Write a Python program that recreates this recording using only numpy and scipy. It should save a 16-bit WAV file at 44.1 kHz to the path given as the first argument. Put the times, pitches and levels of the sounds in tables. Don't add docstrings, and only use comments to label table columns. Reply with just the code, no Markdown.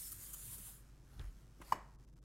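import sys
import numpy as np
from scipy import signal
from scipy.fft import rfft, irfft, next_fast_len
from scipy.io import wavfile
from scipy.ndimage import uniform_filter1d

SR = 44100
rng = np.random.default_rng(int(sys.argv[2]) if len(sys.argv) > 2 else 0)


def unload_audio(sound):
    columns = np.transpose(np.atleast_2d(sound))
    steps = np.round(np.clip(columns, -1, 1) * 32767)
    wavfile.write(sys.argv[1], SR, steps.astype(np.int16))


N = 98960
TIME_S = np.arange(N) / SR


def amp(db):
    return 10 ** (np.asarray(db) / 20)


def unit(x):
    return x / np.sqrt(np.mean(x ** 2) + 1e-20)


def along(points, hz):
    freqs_hz, values = np.transpose(points)
    return np.interp(np.log(hz + 1), np.log(freqs_hz + 1), values)


def level(points):
    return amp(np.interp(TIME_S, *np.transpose(points)))


def swell(centre_s, width_s):
    return np.exp(-2 * ((TIME_S - centre_s) / width_s) ** 2)


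def filtered(x, response):
    size = next_fast_len(N + SR // 2)
    return irfft(rfft(x, size) * response(np.fft.rfftfreq(size, 1 / SR)), size)[..., :N]


def coloured(x, spectrum):
    return unit(filtered(x, lambda hz: amp(along(spectrum, hz))))


def noise(spectrum):
    return coloured(rng.standard_normal(N), spectrum)


def band(centre_hz, q):
    white = rng.standard_normal(N)
    return unit(filtered(white, lambda hz: 1 / (1 + (q * (hz / centre_hz - centre_hz / (hz + 1))) ** 2)))


def grainy_noise(streak_db, grain_db, grains_per_s=900):
    grains = (rng.random(N) < grains_per_s / SR) * rng.standard_normal(N)
    frames = signal.stft(rng.standard_normal(N) + amp(grain_db) * unit(grains), nperseg=512)[2]
    streaks = uniform_filter1d(rng.standard_normal(frames.shape), size=4, axis=0)
    streaks = uniform_filter1d(streaks, size=9, axis=1)
    return signal.istft(frames * amp(streak_db * unit(streaks)), nperseg=512)[1][:N]


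# time_s, relative_db
STROKES = [
    [(0.0, -49.5), (0.08, -50), (0.11, -54)],
    [(0.15, -55), (0.172, -57), (0.232, -52), (0.32, -55.5)],
    [(0.36, -56), (0.546, -50), (0.566, -55.5), (0.678, -52.5), (0.8, -68.5), (0.86, -92)],
]
# freq_hz, density_db
FELT_HARD = [(400, -26), (900, -25), (1900, -10.5), (2600, -16), (3400, -11.5), (4700, -8.5), (5500, -12),
             (6000, -6), (8500, 1.5), (13300, 1.5), (15800, -8)]
# freq_hz, density_db
FELT_LIGHT = [(400, -21.5), (800, -19), (1300, -13.5), (2300, -17), (3300, -12), (5700, -15), (6900, -6),
              (7600, -7), (9400, 0), (13500, -3), (15800, -9.5)]

def wipe(gain_db=1, ease_centre_s=0.24, ease_length_s=0.15):
    points = np.concatenate(STROKES)
    fade_out = [points[-1, 0] + 0.045, -110]
    envelope = amp(gain_db) * level(np.vstack([points, fade_out]))
    slips = grainy_noise(streak_db=2, grain_db=-8)
    eased = np.clip((TIME_S - ease_centre_s) / ease_length_s + 0.5, 0, 1)
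    return envelope * ((1 - eased) * coloured(slips, FELT_HARD) + eased * coloured(slips, FELT_LIGHT))


# freq_hz, density_db
RUMBLE_SPECTRUM = [(15, -13.5), (25, -5), (38, -3.5), (50, -4), (75, -12.5), (118, -4.5), (145, -7),
                   (185, -16), (300, -16.5), (420, -24.5), (600, -30), (900, -42.5), (1600, -90.5)]
# freq_hz, density_db
HISS_SPECTRUM = [(300, 1), (700, 2.5), (1300, 4), (2500, -4.5), (4300, -9.5), (5500, -6), (8000, -10.5),
                 (12000, -13.5), (15800, -20)]
# freq_hz, gain_db
BUZZ_FILTER = [(500, -46), (3000, -3.5), (5500, 2.5), (8000, 0.5), (12000, -8.5), (15800, -13.5)]
# centre_s, width_s, depth_db
DIPS = [(1.974, 0.015, 20), (2.064, 0.011, 23), (2.114, 0.021, 11.5), (2.151, 0.011, 23.5),
        (2.207, 0.016, 29)]

def background(mains_hz=50, hum_db=-61.5, rumble_db=-63.5, hiss_db=-77, tick_db=-52):
    tick_times_s = np.arange(0.0089, TIME_S[-1], 0.5 / mains_hz)
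    ticks = np.zeros(N)
    ticks[(tick_times_s * SR).astype(int)] = amp(tick_db + rng.standard_normal(len(tick_times_s)))
    buzz = filtered(ticks, lambda hz: amp(along(BUZZ_FILTER, hz)))
    hum = amp(hum_db) * np.sqrt(2) * np.sin(2 * np.pi * mains_hz * TIME_S)
    rumble = amp(rumble_db) * noise(RUMBLE_SPECTRUM)
    hiss = amp(hiss_db) * noise(HISS_SPECTRUM)
    dip_db = sum(depth_db * swell(centre_s, width_s) for centre_s, width_s, depth_db in DIPS)
    return hum + rumble + amp(-dip_db) * (hiss + buzz)


# centre_s, width_s, level_db, pitch_hz
SQUEALS = [(0.057, 0.09, -63.5, 5370), (.23, 0.063, -64, 6900), (0.38, 0.1, -62.5, 6980)]

def squeals():
    return sum(amp(db) * swell(centre_s, width_s) * band(hz, q=15)
               for centre_s, width_s, db, hz in SQUEALS)


# centre_s, width_s, level_db
CATCHES = [(.125, 0.011, -45.5), (0.341, 0.013, -43.5), (0.584, 0.0039, -54.5)]
# freq_hz, density_db
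CATCH_SPECTRUM = [(400, -17), (900, -23), (1300, -9), (1900, -18.5), (2500, -20), (5000, -16), (5800, -12),
                  (6800, -2), (8200, -3), (9400, -0.5), (13000, -1), (15800, -7)]

def catches():
    envelope = sum(amp(db) * np.exp(-(1.28 * (TIME_S - centre_s) / width_s) ** 4)
                   for centre_s, width_s, db in CATCHES)
    return envelope * coloured(grainy_noise(streak_db=4, grain_db=-6.5), CATCH_SPECTRUM)


# centre_s, width_s, level_db, pitch_hz
FLEXES = [(0.163, 0.068, -58.5, 78.6), (0.472, .13, -59.5, 107.4), (0.591, 0.042, -62.5, 193),
          (1.204, 0.032, -48, 74), (1.247, 0.11, -45.5, 42.7), (1.73, 0.02, -58, 89),
          (1.778, 0.027, -62.5, 140.7)]

def board_flex():
    out = np.zeros(N)
    for centre_s, width_s, db, hz in FLEXES:
        envelope = swell(centre_s, width_s)
        envelope_rms = np.sqrt(np.mean(envelope ** 2))
        out += amp(db) * envelope_rms * unit(envelope * band(hz, q=1.78))
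    return out


# time_s, peak_db
FLICKS = [(.3367, -37.5), (.3449, -34), (.5127, -38.5)]

def flicks():
    out = np.zeros(N)
    for time_s, db in FLICKS:
        impulse = np.arange(N) == round(time_s * SR)
        tick = coloured(impulse, CATCH_SPECTRUM)
        out += amp(db) * tick / tick.max()
    return out


# time_s, level_db
FAINT_HISS_ENVELOPE = [(.7, -72.5), (.87, -75), (1.0, -84.5), (1.12, -72.5), (1.25, -67.5), (1.3, -74.5),
                       (1.42, -75.5), (1.5, -85), (1.58, -77), (1.65, -66.5), (1.68, -61.5), (1.73, -58.5),
                       (1.8, -83), (1.9, -103)]
# freq_hz, density_db
FAINT_HISS_SPECTRUM = [(300, 2.5), (1500, 7), (3000, -1), (6000, -1.5), (13000, -3.5), (15800, -10.5)]

def faint_hiss():
    texture = grainy_noise(streak_db=3, grain_db=-4.5)
    return level(FAINT_HISS_ENVELOPE) * coloured(texture, FAINT_HISS_SPECTRUM)


# start_s, level_db, pitch_hz, t60_s
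TAPS = [(1.1944, -41.5, 3000, 0.0088), (1.1948, -58.5, 1290, 0.14), (1.193, -55, 375, .08),
        (1.211, -59.5, 2570, 0.034), (1.601, -50.5, 200, .12), (1.603, -64, 1300, .08),
        (1.6150, -48, 950, 0.058), (1.6143, -58.5, 8500, .05), (1.621, -58, 1950, 0.053)]

def taps(rise_s=0.00094):
    out = np.zeros(N)
    for start_s, db, hz, t60_s in TAPS:
        age_s = np.maximum(TIME_S - start_s, 0)
        attack = 1 - np.exp(-age_s / rise_s)
        out += amp(db - 60 * age_s / t60_s) * attack * band(hz, q=1.02)
    return out


# delay_s, gain_db
WALLS = [(.0046, -21.5), (.0086, -16.5), (.0135, -28.5), (.0255, -28), (.038, -25)]
# freq_hz, t60_s
ROOM_T60 = [(100, 0.21), (1000, 0.5), (3000, .36), (8000, 0.34), (15000, 0.13)]

def classroom(x, tail_db, rise_s=0.006):
    hz, age_s, frames = signal.stft(rng.standard_normal(SR // 2), SR, nperseg=256)
    decay = amp(-60 * age_s / along(ROOM_T60, hz)[:, None])
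    attack = 1 - np.exp(-age_s / rise_s)
    tail = signal.istft(frames * decay * attack, SR, nperseg=256)[1]
    early = sum(amp(db) * np.interp(TIME_S - delay_s, TIME_S, x, left=0) for delay_s, db in WALLS)
    return x + early + amp(tail_db) * signal.fftconvolve(x, tail / np.linalg.norm(tail))[:N]


# start_s, gain_db
SNAPS = [(1.7222, -38), (1.7242, -39), (1.7270, -39)]
# pitch_hz, relative_db, t60_s
SNAP_MODES = [(162, -13, 0.076), (430, -8.5, .05), (613, -7, 0.074), (1614, -2.5, 0.033), (1950, 0, 0.021),
              (2310, -6.5, 0.028), (2914, -7.5, .03), (4590, -12, .035), (5310, -8.5, 0.039),
              (6420, -9, .025), (7250, -13.5, .03), (7730, -12.5, .035), (9350, -20, .03),
              (12920, -5.5, .018)]
# freq_hz, density_db
CRACK_SPECTRUM = [(500, -5), (2000, 2.5), (3500, -8), (7000, -11), (10000, -18), (12600, -3), (15200, -12),
                  (15800, -24.5)]

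def click_snaps(crack_db=-5, crack_t60_s=0.016, rise_s=0.00053):
    out = np.zeros(N)
    for start_s, gain_db in SNAPS:
        age_s = np.maximum(TIME_S - start_s, 0)
        ring = sum(amp(db - 60 * age_s / t60_s) * np.sin(2 * np.pi * (hz * age_s + rng.random()))
                   for hz, db, t60_s in SNAP_MODES)
        crack = amp(crack_db - 60 * age_s / crack_t60_s) * noise(CRACK_SPECTRUM)
        attack = 1 - np.exp(-age_s / rise_s)
        out += amp(gain_db) * attack * (ring + crack)
    return out


CLICK_S = 1.7247

def click_cavity(peak_db=-17.5, pitch_hz=991, width_s=0.0018):
    offset_s = TIME_S - CLICK_S
    return amp(peak_db) * np.exp(-(offset_s / width_s) ** 2) * np.cos(2 * np.pi * pitch_hz * offset_s)


# freq_hz, density_db
ECHO_SPECTRUM = [(88, -24), (150, -4.5), (255, -9.5), (308, -6.5), (498, -11.5), (971, -4), (1320, -12),
                 (1620, -11.5), (3010, -26), (3450, -30), (5860, -34.5), (6500, -27), (9000, -38.5),
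                 (11700, -68), (19800, -120)]

def click_echo(gain_db=-49, rise_s=0.0027):
    hz, frame_s, frames = signal.stft(noise(ECHO_SPECTRUM), SR, nperseg=256)
    decay = amp(-60 * np.maximum(frame_s - CLICK_S, 0) / along(ROOM_T60, hz)[:, None])
    attack = 1 - np.exp(-np.maximum(TIME_S - CLICK_S, 0) / rise_s)
    return amp(gain_db) * attack * signal.istft(frames * decay, SR, nperseg=256)[1][:N]


# freq_hz, gain_db
SCATTER_FILTER = [(50, -22), (200, -28), (800, -18), (2500, -15.5), (5000, -13.5), (15000, -15)]

def scattered(x):
    frames = signal.stft(x, nperseg=256)[2]
    random_phase = np.exp(2j * np.pi * rng.random(frames.shape))
    diffuse = signal.istft(frames * random_phase, nperseg=256)[1][:N]
    return filtered(diffuse, lambda hz: amp(along(SCATTER_FILTER, hz)))


def scene(knock_side_db=-8.5, echo_side_db=0.5, side_hiss_db=-90.5):
    bed = wipe() + squeals() + faint_hiss() + catches() + flicks() + background()
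    echo = click_echo()
    knocks = board_flex() + classroom(click_cavity() + taps(), tail_db=-27)
    knocks += classroom(click_snaps(), tail_db=-15)
    mid = bed + knocks + echo
    side = scattered(bed + amp(knock_side_db) * knocks + amp(echo_side_db) * echo)
    side += amp(side_hiss_db) * rng.standard_normal(N)
    return np.array([mid + side, mid - side])


def record(dry, cutoff_hz=15850):
    return filtered(dry, lambda hz: hz < cutoff_hz)


dry = scene()
out = record(dry)
unload_audio(out)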